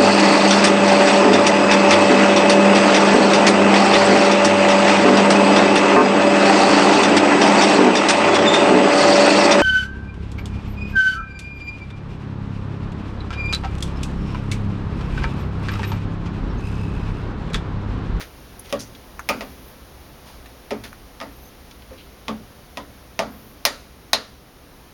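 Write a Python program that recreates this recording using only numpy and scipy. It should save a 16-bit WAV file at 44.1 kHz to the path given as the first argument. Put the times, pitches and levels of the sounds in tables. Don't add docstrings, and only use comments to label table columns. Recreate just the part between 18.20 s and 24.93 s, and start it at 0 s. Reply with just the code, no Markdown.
import sys
import numpy as np
from scipy import signal
from scipy.fft import rfft, irfft
from scipy.io import wavfile
from scipy.ndimage import uniform_filter1d

SR = 44100
rng = np.random.default_rng(int(sys.argv[2]) if len(sys.argv) > 2 else 0)


def file_out(sig):
    cols = np.atleast_2d(sig).T
    lim = np.clip(cols, -1, 1)
    pcm = np.round(lim * 32767).astype(np.int16)
    wavfile.write(sys.argv[1], SR, pcm)


N = 296793
TIME_S = np.arange(N) / SR
AGE_S = TIME_S[:SR // 2]

# (time [s], relative level [dB], tilt [dB/oct], contact cut-off [Hz],
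# crack over ring [dB], stone resonance [Hz], its boost [dB], stone note [Hz], note level [dB],
# rocking pitch [Hz], boom level [dB])
BLOWS = [(0.5259, -28, -0.6, 16000, 3, 3240, 6, 1132, -27.5, 570, -21.5),
         (1.089, -22.5, -0.37, 30000, -2.5, 2470, 9, 1248, -21, 735, -28),
         (1.208, -34.5, 0.5, 6500, -3, 2400, 2.5, 664, -45, 570, -38),
         (2.5070, -32, -1.3, 9500, -7.5, 2360, 3.5, 558, -25, 420, -25),
         (3.002, -39.5, 1.6, 5500, 3, 2900, 6, 1236, -31.5, 420, -42),
         (3.0130, -38, -0.9, 8000, -1, 1880, 7.5, 1120, -43, 281, -45),
         (3.0260, -43.5, -2, 9000, -9, 550, 1, 900, -46, 281, -43),
         (3.708, -53, -4, 6000, 2, 480, 4, 516, -37, 420, -47),
         (4.0818, -29.5, -1.6, 10000, 2.5, 3470, 6.5, 1147, -26.5, 218, -27.5),
         (4.5723, -33, -0.7, 12500, 3, 3500, 5.5, 1006, -31.5, 281, -40),
         (4.9914, -22.5, -0.35, 8650, 1.5, 690, 6, 1200, -29, 655, -29.5),
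         (5.452, -18, 3.5, 10800, 1.5, 4100, 5, 1887, -22.5, 570, -34.5),
         (5.9320, -17.5, 3.5, 6830, 1.5, 3940, 9, 4130, -18, 735, -30)]
# (frequency [Hz], gain [dB], early t60 [s], rise [s])
TANK_RING = [(111, -3.5, 0.84, 0.01), (267, 6, 0.43, 0.0033), (322, -6.5, 0.4, 0.025),
             (636, 2.5, 0.17, 0.0018), (1350, 3.5, 0.24, 0.0039), (1560, -1.5, 0.4, 0.0012),
             (1940, 1.5, 0.13, 0.00089), (3170, 0.5, 0.12, .001), (4530, -2.5, 0.17, 0.0003),
             (4700, 2.5, 0.033, 0.00028), (6460, 1.5, 0.15, 0.00036), (8150, 6, 0.099, 0.00024),
             (17000, -11.5, 0.064, 0.00029)]


def undb(db):
    return 10 ** (np.asarray(db) / 20)


def unit(x):
    return x / np.sqrt(np.sum(x ** 2))


def add(out, start_s, x):
    i = max(int(start_s * SR), 0)
    out[i:i + len(x)] += x[:N - i]


def log_interp(hz, at_hz, values):
    return np.interp(np.log(hz + 1e-9), np.log(at_hz), values)


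def colour(x, at_hz, db):
    size = 2 * len(x)
    gain = undb(log_interp(np.fft.rfftfreq(size, 1 / SR), at_hz, db))
    cepstrum = irfft(np.log(gain))
    cepstrum[1:len(x)] *= 2
    cepstrum[len(x) + 1:] = 0
    return irfft(rfft(x, size) * np.exp(rfft(cepstrum)))[:len(x)]


def band(hz, width_oct, size=len(AGE_S)):
    away = np.log2((np.fft.rfftfreq(size, 1 / SR) + 1) / hz) / width_oct
    x = irfft(rfft(rng.standard_normal(size)) * np.exp(-away ** 2 / 2), size)
    return x / x.std()


def fade(t60_s):
    return np.exp(-np.log(1000) * AGE_S / t60_s)


def build(rise_s):
    return 1 - np.exp(-AGE_S / rise_s)


def dense_ring(late_db=-17, late_t60_s=0.59):
    at_hz, _, t60s_s, rises_s = np.transpose(TANK_RING)
    out = 0
    for hz in np.geomspace(100, 17000, 24):
        t60_s, rise_s = log_interp(hz, at_hz, t60s_s), log_interp(hz, at_hz, rises_s)
        tail = undb(late_db) * min(t60_s / np.median(t60s_s), 1) * fade(late_t60_s)
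        out += np.sqrt(hz) * unit(band(hz, 1 / 6) * build(rise_s) * (fade(t60_s) + tail))
    return unit(out)


def background(noise_db=-43.5, fall_db=2.5, ringing_db=-4):
    # (frequency [Hz], relative density [dB])
    noise_spectrum = [(15, -28), (28, -0.5), (35, -4), (48, 1.5), (66, 3.5), (85, -8), (200, -10),
                      (520, -14.5), (800, -17), (2000, -23.5), (5000, -28), (10000, -32.5), (17000, -34.5)]
    # (frequency [Hz], rms level [dB])
    hum_lines = [(60, -66), (66.5, -58), (119, -61.5), (498, -62.5), (2400, -77)]
    ringing = signal.fftconvolve(rng.standard_normal(N + len(AGE_S) - 1), dense_ring(), "valid")
    noise = rng.standard_normal(N) + undb(ringing_db) * ringing
    noise = unit(colour(noise, *np.transpose(noise_spectrum))) * np.sqrt(N)
    hum = sum(undb(db) * np.sqrt(2) * np.sin(2 * np.pi * (hz * TIME_S + rng.random()))
              for hz, db in hum_lines)
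    return noise * undb(noise_db + fall_db * (.5 - TIME_S / TIME_S[-1])) + hum


def grip(depth_db=2.0, grain_samples=60):
    roughness = uniform_filter1d(rng.standard_normal(len(AGE_S)), grain_samples)
    return undb(depth_db * roughness * np.sqrt(grain_samples))


def scrapes(grit_hz=2850, pane_hz=560, pane_db=-6, rise_share=0.027):
    # (time [s], t60 [s], grit level [dB],
    # resonance [Hz], resonance level [dB])
    drags = [(0.002, 0.17, -35.5, 1690, -37.5), (0.44, 0.34, -48.5, 2460, -50.5),
             (0.491, 0.16, -43.5, 2980, -46), (0.591, 0.2, -43.5, 6100, -34),
             (1.12, 1.8, -54, 13000, -54.5), (2.055, 0.49, -48, 740, -50), (2.635, 0.18, -37.5, 1750, -42),
             (3.7278, 0.16, -54, 1800, -53), (3.775, 0.27, -64, 3060, -47.5)]
    out = np.zeros(N)
    for start_s, t60_s, grit_db, ring_hz, ring_db in drags:
        envelope = build(rise_share * t60_s) * fade(t60_s)
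        broad = band(grit_hz, 1.27) + undb(pane_db) * band(pane_hz, 0.86)
        rub = undb(grit_db) * broad + undb(ring_db) * band(ring_hz, 0.43)
        add(out, start_s, envelope / envelope.max() * grip() * rub)
    return out


def hook_ticks(snap_db=4, wire_hz=6430, wire_db=-17, sizzle_hz=7000, sizzle_db=-13):
    # (time [s], level [dB], ring [Hz], ring width [oct])
    taps = [(0.3933, -35, 10600, 0.1), (0.7498, -41, 3350, 0.43), (0.9935, -24.5, 1300, 0.45),
            (1.089, -30, 15100, 0.25), (2.2589, -40.5, 2000, 0.77), (2.7293, -38, 1400, 0.46),
            (3.511, -42, 3170, 0.57), (3.622, -47, 3000, 0.42)]
    out = np.zeros(N)
    envelope = build(rise_s=0.00029) * (fade(t60_s=0.055) + undb(snap_db) * fade(t60_s=0.0043))
    for start_s, db, hz, width_oct in taps:
        ring = band(hz, width_oct) + undb(wire_db) * band(wire_hz, 0.071)
        sizzle = undb(sizzle_db) * band(sizzle_hz, 0.69)
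        add(out, start_s, undb(db) * envelope * grip() * (ring + sizzle))
    return out


def crack(spread_s=0.001291, reflections_db=-3):
    hz = np.fft.rfftfreq(len(AGE_S), 1 / SR)
    delay_s = .0001 + spread_s / (1 + hz / 3000)
    pulse = irfft(np.exp(-2j * np.pi * np.cumsum(delay_s) * hz[1]), len(AGE_S))
    reflections = undb(reflections_db) * unit(rng.standard_normal(len(AGE_S)) * fade(t60_s=0.014))
    return unit(colour(pulse + reflections, at_hz=[1100, 2000, 3500], db=[-5, 2, 0]))


def tank_modes(scatter_db=3.0, rise_s=0.002):
    # (frequency [Hz], relative level [dB], t60 [s])
    modes = [(115.3, -0.5, 0.54), (218.6, -1.5, 0.91), (267.8, -6, 0.92), (421.6, -4.5, 0.2),
             (522, -6.5, 0.2), (572.4, 1, 0.18), (667, 4, 0.079), (740, -15, 0.49), (905, -12, 0.15),
             (896, 3.5, 0.092), (1060, -3, 0.073), (1156, -8, 0.11), (1255, -1.5, 0.15), (1905, -1, 0.073),
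             (2420, -2.5, 0.047), (2585, -9, 0.06), (3390, -19, 0.11), (3860, -12, 0.1), (4240, -27, 0.21),
             (4450, -21, 0.032), (4400, -35, 0.077), (4970, -14, 0.15), (5190, -6, 0.03), (5400, -22, 0.18)]
    out = 0
    for hz, db, t60_s in modes:
        scatter, polarity = rng.standard_normal(2)
        gain = undb(db + scatter_db * scatter) * np.sign(polarity) * np.sqrt(hz / SR)
        out += gain * unit(np.sin(2 * np.pi * hz * AGE_S) * fade(t60_s))
    return build(rise_s) * out


def knocks(strength_db=28, stone_width=0.28):
    # (frequency [Hz], band level [dB])
    blow_spectrum = [(70, -15.5), (230, -4), (550, 1), (1100, -2.8), (2300, -0.9), (5000, -1.85),
                     (10000, -8.5), (16000, -1.5)]
    out = np.zeros(N)
    tank_hz, tank_db, _, _ = np.transpose(TANK_RING)
    hz, blow_db = np.transpose(blow_spectrum)
    bandwidth_db = 10 * np.log10(np.maximum(hz, hz[1]) / (SR / 2))
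    for start_s, db, tilt_db_per_oct, cutoff_hz, crack_db, stone_hz, stone_db, *_ in BLOWS:
        response = colour(dense_ring() + undb(crack_db) * crack(), tank_hz, tank_db) + tank_modes()
        contact_db = tilt_db_per_oct * np.log2(hz / 1500) - 10 * np.log10(1 + (hz / cutoff_hz) ** 4)
        blow = colour(response, hz, blow_db + contact_db - bandwidth_db)
        resonance_hz = stone_hz * (1 + stone_width) ** np.array([-1, 0, 1])
        blow = colour(blow, resonance_hz, [0, stone_db, 0])
        add(out, start_s, undb(strength_db + db) * blow / np.hypot(1, undb(crack_db)))
    return out


def swelling_tone(hz, peak_s, wander=0.042):
    cycles = np.cumsum(hz * (1 + wander * band(44, 1))) / SR
    return AGE_S / peak_s * np.exp(1 - AGE_S / peak_s) * np.sin(2 * np.pi * cycles)


def rocking_stones(lag_s=0.002013, boost_db=9, reach_oct=0.076, fall_db_per_oct=3, swell_cycles=5.83):
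    # (frequency [Hz], relative level [dB])
    pane_modes = [(112, -11.5), (218, -7), (283, -5), (420, -6.5), (505, -7), (570, -4), (655, -10),
                  (735, -12)]
    out = np.zeros(N)
    for start_s, *_, note_hz, note_db, rock_hz, boom_db in BLOWS:
        add(out, start_s + lag_s, undb(note_db) * swelling_tone(note_hz, peak_s=0.011))
        for hz, mode_db in pane_modes:
            away_oct = abs(np.log2(hz / rock_hz))
            drive_db = boost_db * np.exp(-(away_oct / reach_oct) ** 2) - fall_db_per_oct * away_oct
            boom = swelling_tone(hz, swell_cycles / hz)
            add(out, start_s + lag_s, undb(boom_db + mode_db + drive_db) * boom)
    return out


def line_whistles(waver=0.0082, flicker_db=4, friction_hz=13000):
    # (time [s], length [s], start [Hz], middle [Hz], end [Hz], level [dB])
    slides = [(1.422, 0.13, 14200, 14100, 14900, -57.5), (3.095, 0.22, 12300, 12700, 12900, -61),
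              (3.215, 0.09, 6100, 6200, 6300, -59.5), (5.075, 0.29, 11700, 14800, 12500, -58.5)]
    out = np.zeros(N)
    for start_s, length_s, *path_hz, db in slides:
        size = int(length_s * SR)
        progress = np.linspace(0, 1, size)
        glide_hz = np.polyval(np.polyfit([0, .5, 1], path_hz, 2), progress)
        hz = glide_hz * (1 + waver * band(100, 1.6, size))
        flicker = undb(flicker_db * (band(30, 1, size) + 0.5))
        tone = flicker * np.sin(2 * np.pi * np.cumsum(hz) / SR)
        arch = np.sqrt(4 * progress * (1 - progress))
        add(out, start_s, undb(db) * arch * (tone + band(friction_hz, 0.38, size)))
    return out


def scene():
    return (knocks() + rocking_stones() + hook_ticks() + scrapes() + line_whistles() + background())[None]


def gain_control(x, limit_db=-5, slope=0.33, release_db_per_s=13.0, attack_s=0.015):
    release_db = release_db_per_s * TIME_S
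    held_db = np.maximum.accumulate(20 * np.log10(np.abs(x) + 1e-9) + release_db) - release_db
    cut_db = slope * np.maximum(held_db - limit_db, 0)
    step = 1 / (attack_s * SR)
    return x * undb(-signal.lfilter([step], [1, step - 1], cut_db))


def record(dry, top_hz=17400):
    notched = colour(dry[0], [6350, 7400, 7680, 7980, 8510, 9660], [-0.5, -9.0, -24, -18.5, -6.5, 1.0])
    clipped = np.clip(gain_control(notched), -1, 1)
    return signal.sosfilt(signal.ellip(8, .2, 70, top_hz, fs=SR, output="sos"), clipped)[None]


dry = scene()
out = record(dry)
file_out(out)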